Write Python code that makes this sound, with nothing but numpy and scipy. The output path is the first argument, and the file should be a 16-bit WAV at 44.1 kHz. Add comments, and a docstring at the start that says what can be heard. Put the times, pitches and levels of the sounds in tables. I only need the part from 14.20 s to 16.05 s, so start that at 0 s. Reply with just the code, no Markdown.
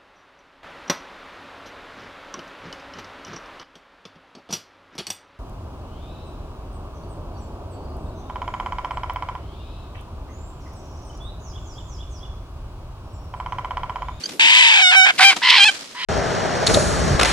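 """A faint outdoor hush beside a pond, then two thin peeps and the bump of a wing.
A hen, held by the legs close by, gives three harsh squawks, the first the longest. Her voice breaks
back and forth between a chaotic rasp (irregular pulses ringing the windpipe) and clean, brassy notes
(the pulses lock). Feathers rustle and wings bump in between; at the end she starts a fourth squawk."""
import sys
import numpy as np
from scipy import signal
from scipy.fft import rfft, irfft
from scipy.io import wavfile
from scipy.ndimage import uniform_filter1d

SR = 44100
rng = np.random.default_rng(int(sys.argv[2]) if len(sys.argv) > 2 else 0)


def wav_out(sig):
    """Save sig, one row per channel (or a flat mono array), as 16-bit PCM at SR to the path in sys.argv[1]."""
    wavfile.write(sys.argv[1], SR, np.round(np.clip(np.atleast_2d(sig).T, -1, 1) * 32767).astype(np.int16))


N = 81585
T = np.arange(N) / SR
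HZ = np.fft.rfftfreq(N, 1 / SR)

# The colour of rubbing feathers. Each row: frequency in Hz, relative level in dB.
FEATHER_COLOUR = [(100, -5), (300, -0.5), (1100, 3.5), (4800, 5.5), (8000, -2), (16000, -19)]


def amp(db):
    return 10 ** (np.asarray(db) / 20)


def unit(x):
    return x / np.sqrt(np.mean(x ** 2) + 1e-20)


def curve(points):
    """A line through (seconds, value) points."""
    return np.interp(T, *np.transpose(points))


def gate(start, end, ramp_s=0.009):
    """Open between two times, with short ramps."""
    return np.clip((T - start) / ramp_s + .5, 0, 1) - np.clip((T - end) / ramp_s + .5, 0, 1)


def wander(hz):
    """Random motion up to a rate."""
    return unit(irfft(rfft(rng.standard_normal(N)) / (1 + (HZ / hz) ** 4), N))


def eq_curve(table, column=1):
    """One column of a colour table at every frequency."""
    rows = np.array(table, float)
    return np.interp(np.log(HZ + 1), np.log(rows[:, 0]), rows[:, column])


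def colour(x, db):
    """Minimum-phase EQ: it rings only after the sound."""
    cepstrum = irfft(np.maximum(db, -100) * np.log(10) / 20, N)
    fold = np.r_[1, np.full(N // 2, 2), np.zeros(N - N // 2 - 1)]
    taps = irfft(np.exp(rfft(cepstrum * fold)), N)[:2048]
    return signal.oaconvolve(np.atleast_2d(x), taps[None], axes=1)[:, :N]


def noise(db, shared):
    """Coloured noise, partly shared by both ears."""
    centre = np.sqrt(shared) * rng.standard_normal(N)
    sides = np.sqrt(1 - shared) * rng.standard_normal((2, N))
    return unit(colour(centre + sides, db))


def steady(x):
    """Evens out the level over 20 ms."""
    return x / np.sqrt(abs(uniform_filter1d((x ** 2).mean(0), 882)) + 1e-14)


def hush():
    """Low, gently wavering outdoor air; its level dips while the long squawk sounds."""
    # Each row: frequency in Hz, relative level in dB.
    air_colour = [(25, -41.5), (250, -5.5), (600, -12), (2000, -43), (15000, -26)]
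    # Each row: time in seconds, level in dB.
    fader = [(.27, -42.5), (.46, -68.5), (.76, -55), (.95, -42), (1.55, -48.5)]
    return noise(eq_curve(air_colour), shared=0.77) * amp(curve(fader) + 2 * wander(15))


def echoes(x, t60):
    """A dying scatter of reflections, different at each ear."""
    t = T[:SR // 2]
    tail = rng.standard_normal((2, len(t))) * amp(-60 * t / t60) * (t > .001)
    return signal.oaconvolve(x, tail / np.linalg.norm(tail, axis=1, keepdims=True), axes=1)[:, :N]


def rustle():
    """Feathers and cloth rub in uneven bursts."""
    # Each row: time in seconds, level in dB.
    rubbing = [(.13, -39), (.17, -46), (.7, -79), (.95, -38), (1.2, -37), (1.52, -30.5), (1.6, -35.5),
               (1.72, -42.5)]
    return noise(eq_curve(FEATHER_COLOUR), shared=0.12) * amp(curve(rubbing) + 2.2 * wander(146))


def bumps():
    """Wings and hand bump: a brush of feathers with a dull thud."""
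    # Each row: time in seconds, decay in seconds, brush in dB, thud in dB, thud's corner in Hz.
    hits = [(0.093, 0.0064, -29, -70, 600), (1.034, 0.01, -30.5, -44.5, 110),
            (1.164, 0.011, -24.5, -27, 866)]
    brush = noise(eq_curve(FEATHER_COLOUR), shared=0.64)
    out = np.zeros((2, N))
    for time, decay, brush_db, thud_db, thud_hz in hits:
        age = 2 * np.maximum(T - time + 0.0028, 0) / decay  # the hit peaks at age 1
        thud_band = (HZ + 1) / thud_hz / (1 + (HZ / thud_hz) ** 2) ** 1.41
        thud = noise(20 * np.log10(thud_band), shared=0.81)
        out += age * np.exp(1 - age) * (amp(brush_db) * brush + amp(thud_db) * thud)
    return out


def peeps():
    """Short rising squeaks, a little to the right, strongest in the third partial."""
    # Each row: start in seconds, length in seconds, first and last pitch in Hz, level in dB.
    squeaks = [(0.035, 0.012, 1462, 1598, -18.5), (0.0554, 0.01, 1500, 1670, -17)]
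    # Each partial's level in dB, from the fundamental up.
    partials_db = [-23.5, -16.5, -2, -10.5, -36]
    out = np.zeros(N)
    for start, length, from_hz, to_hz, level_db in squeaks:
        progress = np.clip((T - start) / length, 0, 1)
        turns = np.cumsum(from_hz + (to_hz - from_hz) * progress) / SR
        tone = sum(amp(db) * np.sin(2 * np.pi * k * turns) for k, db in enumerate(partials_db, 1))
        out += amp(level_db) * np.sin(np.pi * progress) * tone
    return out * amp([[-1.5], [1.5]])


def pulses(hz, smear=0, count=16):
    """One pulse per cycle, sharp or smeared, and the running count of cycles."""
    turns = np.cumsum(hz) / SR
    partials = (np.cos(2 * np.pi * k * turns + smear * np.pi * k * k / count) for k in range(1, count + 1))
    return unit(sum(partials)), turns


def windpipe(x, hz, width_hz=130):
    """A windpipe resonance that follows a curve."""
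    carrier = np.exp(2j * np.pi * np.cumsum(hz) / SR)
    pole = np.exp(-np.pi * width_hz / SR)
    return 2 * (carrier * signal.lfilter([1 - pole], [1, -pole], x / carrier)).real


def chaotic_rasp(hz):
    """Irregular pulses and puffs of air ring the windpipe, at the pitch and higher up."""
    # The upper resonance moves as the neck stretches. Each row: time in seconds, frequency in Hz.
    upper_ring = [(.27, 2110), (.40, 1960), (.52, 2240), (1.03, 2110), (1.26, 2000), (1.35, 2330)]
    chaos, turns = pulses(hz * (1 + 0.1 * wander(444)), smear=0.96)
    puffs = unit(np.exp(-2 * (turns % 1)) * rng.standard_normal(N))
    flutter = np.exp(0.19 * wander(169))
    rasp = unit((chaos + amp(-1) * puffs) * flutter)
    return rasp + amp(-2) * windpipe(rasp, hz) + windpipe(rasp, curve(upper_ring))


def syrinx():
    """The voice's source, as rasp and tone: in the notes it locks into even or strong-weak pulses."""
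    # Each row: time in seconds, pitch in Hz.
    melody = [(.19, 878.3), (.39, 1003), (.52, 899.5), (.58, 780.8), (.645, 739), (.705, 725), (.76, 764.3),
              (.91, 746), (1.0, 757.9), (1.084, 796.6), (1.13, 724), (1.22, 967.7), (1.355, 1012),
              (1.39, 796.3), (1.438, 794), (1.449, 833), (1.473, 874.4), (1.488, 778), (1.80, 1013)]
    # Each row: start and end in seconds, rasp left under the note in dB, strong-weak depth in dB.
    clean_notes = [(.622, 0.713, -19.5, -40), (.759, 0.854, -35.5, -35), (1.047, 1.106, -9, -26),
                   (1.402, 1.446, -7, -10.5), (1.453, 1.509, -20.5, -25)]
    hz = curve(melody)
    tone_floor, lead_s, hold_s = amp(-15), 0.039, 0.0067
    rasp_gain, tone_gain, doubling, core_gate = 1, tone_floor, 0, 0
    for start, end, rasp_db, doubling_db in clean_notes:
        lock = gate(start, end)
        rasp_gain += lock * (amp(rasp_db) - 1)
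        tone_gain += lock * (1 - tone_floor)
        doubling += lock * amp(doubling_db)
        # The fundamental locks before each note and holds on just after it.
        core_gate = np.maximum(core_gate, gate(start - lead_s, end + hold_s))
    waver = 0.006 * (1 + 2 * rasp_gain) * wander(70)
    tone, turns = pulses(hz * (1 + waver))
    shimmer = 1 + 0.1 * wander(70)
    tone *= (1 + doubling * np.cos(np.pi * turns)) * shimmer
    core = amp(-11.5) * core_gate * rasp_gain * np.cos(2 * np.pi * turns)
    rasp = chaotic_rasp(hz)
    treble = irfft(rfft(rasp) * HZ ** 6 / (HZ ** 6 + 6300 ** 6), N)
    hoarse = amp(-7) * treble * (1 - rasp_gain)  # the top stays rough during the notes
    return rasp * rasp_gain + hoarse, tone * tone_gain + core


def squawk(rasp, tone, effort, throat, leftward):
    """The throat colours the source, effort sets level and fullness; ear gain and delay place it."""
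    chest_hz, split_hz, full_left_lead_s = 600, 1965, 0.00093
    chest_leak = amp(2.5) * (HZ / (HZ + chest_hz)) ** 2
    low_cut = 1 / (1 + (chest_hz / (HZ + 1)) ** 8)
    chest_db = 20 * np.log10(chest_leak + low_cut + 1e-6)
    voice = colour(rasp, eq_curve(throat, 1) + chest_db) + colour(tone, eq_curve(throat, 2) + chest_db)
    ears = np.array([[.5], [-.5]])
    ear_delay = np.exp(2j * np.pi * HZ * ears * leftward * full_left_lead_s)
    spectrum = rfft(voice) * amp(ears * eq_curve(throat, 3)) * ear_delay
    crossover = 1 / (1 + (HZ / split_hz) ** 16)
    body = steady(irfft(spectrum * crossover, N))
    bite = steady(irfft(spectrum * (1 - crossover), N))
    times, level_db, body_db = np.transpose(effort)
    body_share = np.clip(amp(np.interp(T, times, body_db)) ** 2, 0, 1)
    voice = np.sqrt(body_share) * body + np.sqrt(1 - body_share) * bite
    return voice * amp(np.interp(T, times, level_db, left=-200, right=-200))


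def hen():
    """Three squawks and the faint start of a fourth, as the bird swings from the left to the middle."""
    # Effort. Each row: time in seconds, level in dB, the low band's share of the power in dB.
    long_effort = [(0.194, -33, 9), (0.197, -11.5, -13.5), (.39, -9.5, -12), (0.611, -12, -9.5),
                   (0.666, -10.5, -8), (0.727, -12.5, -4.5), (0.783, -9, -3), (0.907, -13.5, -3.5),
                   (0.923, -41, 0)]
    short_effort = [(0.98, -26, -31), (0.997, -11, 0), (1.052, -6.5, -10.5), (1.078, -9.5, -9.5),
                    (1.10, -8.5, -12), (1.133, -21, -2.5), (1.147, -40, -4)]
    third_effort = [(1.217, -26, 0.5), (1.236, -16.5, -7.5), (1.29, -12.5, -7), (1.307, -5.5, -26),
                    (1.315, -12, -7.5), (1.425, -10, -12), (1.446, -7.5, -19.5), (1.449, -14.5, -7),
                    (1.48, -12, -11.5), (1.496, -12.5, -1.5), (1.509, -41, -24)]
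    faint_effort = [(1.748, -36.5, 0), (1.852, -23.5, -10.5)]
    # Throat and open beak. Each row: frequency in Hz, then rasp, tone and left minus right in dB.
    long_throat = [(590, -12, -10.5, 0.5), (983, -7, -12, -2), (1350, -5.5, 4, -4.5),
                   (1530, -6.5, -15, -16.5), (2335, 4.5, 9.5, 3), (3070, 1, 0.5, 10),
                   (3650, -0.5, 5.5, -4.5), (4310, -16.5, -11, 18.5), (4720, -12.5, -17, -21.5),
                   (5270, -16, -2.5, 0), (5740, -18, -15, -7.5), (7550, -17, -13.5, -7),
                   (12350, -57, -48.5, -22)]
    short_throat = [(710, -12.5, -2, -0.5), (1130, 3, 3, 1), (1650, -4.5, -5, -12), (2100, -1, 6, 1.5),
                    (3000, -5.5, 2, 11), (3650, -4, -9.5, -7), (4900, -8.5, -6.5, 0.5),
                    (6150, -21, -17.5, -14), (8960, -24, -29, -14), (15500, -51, -66, -32)]
    late_throat = [(595, -21, -16, 7), (995, -5.5, -3, -5.5), (1550, -3.5, -3, 5), (2180, 0.5, 7, 0),
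                   (3223, 0.5, 11, -2), (3156, -1, 0.5, -16), (4180, -3, 1, 9), (5100, -9.5, -7.5, -11),
                   (6050, -24, -13.5, -8.5), (8670, -42, -18.5, -16), (12600, -76, -50, -17)]
    rasp, tone = syrinx()
    return (squawk(rasp, tone, long_effort, long_throat, leftward=0.23)
            + squawk(rasp, tone, short_effort, short_throat, leftward=0.064)
            + squawk(rasp, tone, third_effort, late_throat, leftward=0.017)
            + squawk(rasp, tone, faint_effort, late_throat, leftward=-0.078))


def scene():
    """Hen, peeps and bumps up front with near and far reflections, over the rustle and the hush."""
    close = hen() + peeps() + bumps()
    air = hush()
    reflections = amp(-12) * echoes(close, t60=0.021) + amp(-21) * echoes(close, t60=0.28)
    return close + reflections + rustle() + air


def record(dry):
    """The top end is dulled, peaks over full scale clip, and a steep low-pass follows."""
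    dull_hz, edge_hz = 11500, 15500
    dull = irfft(rfft(dry) / np.sqrt(1 + (HZ / dull_hz) ** 14), N)
    low_pass = signal.firwin(255, edge_hz, window=("kaiser", 8), fs=SR)
    return signal.oaconvolve(np.clip(dull, -1, 1), low_pass[None], "same")


dry = scene()
out = record(dry)
wav_out(out)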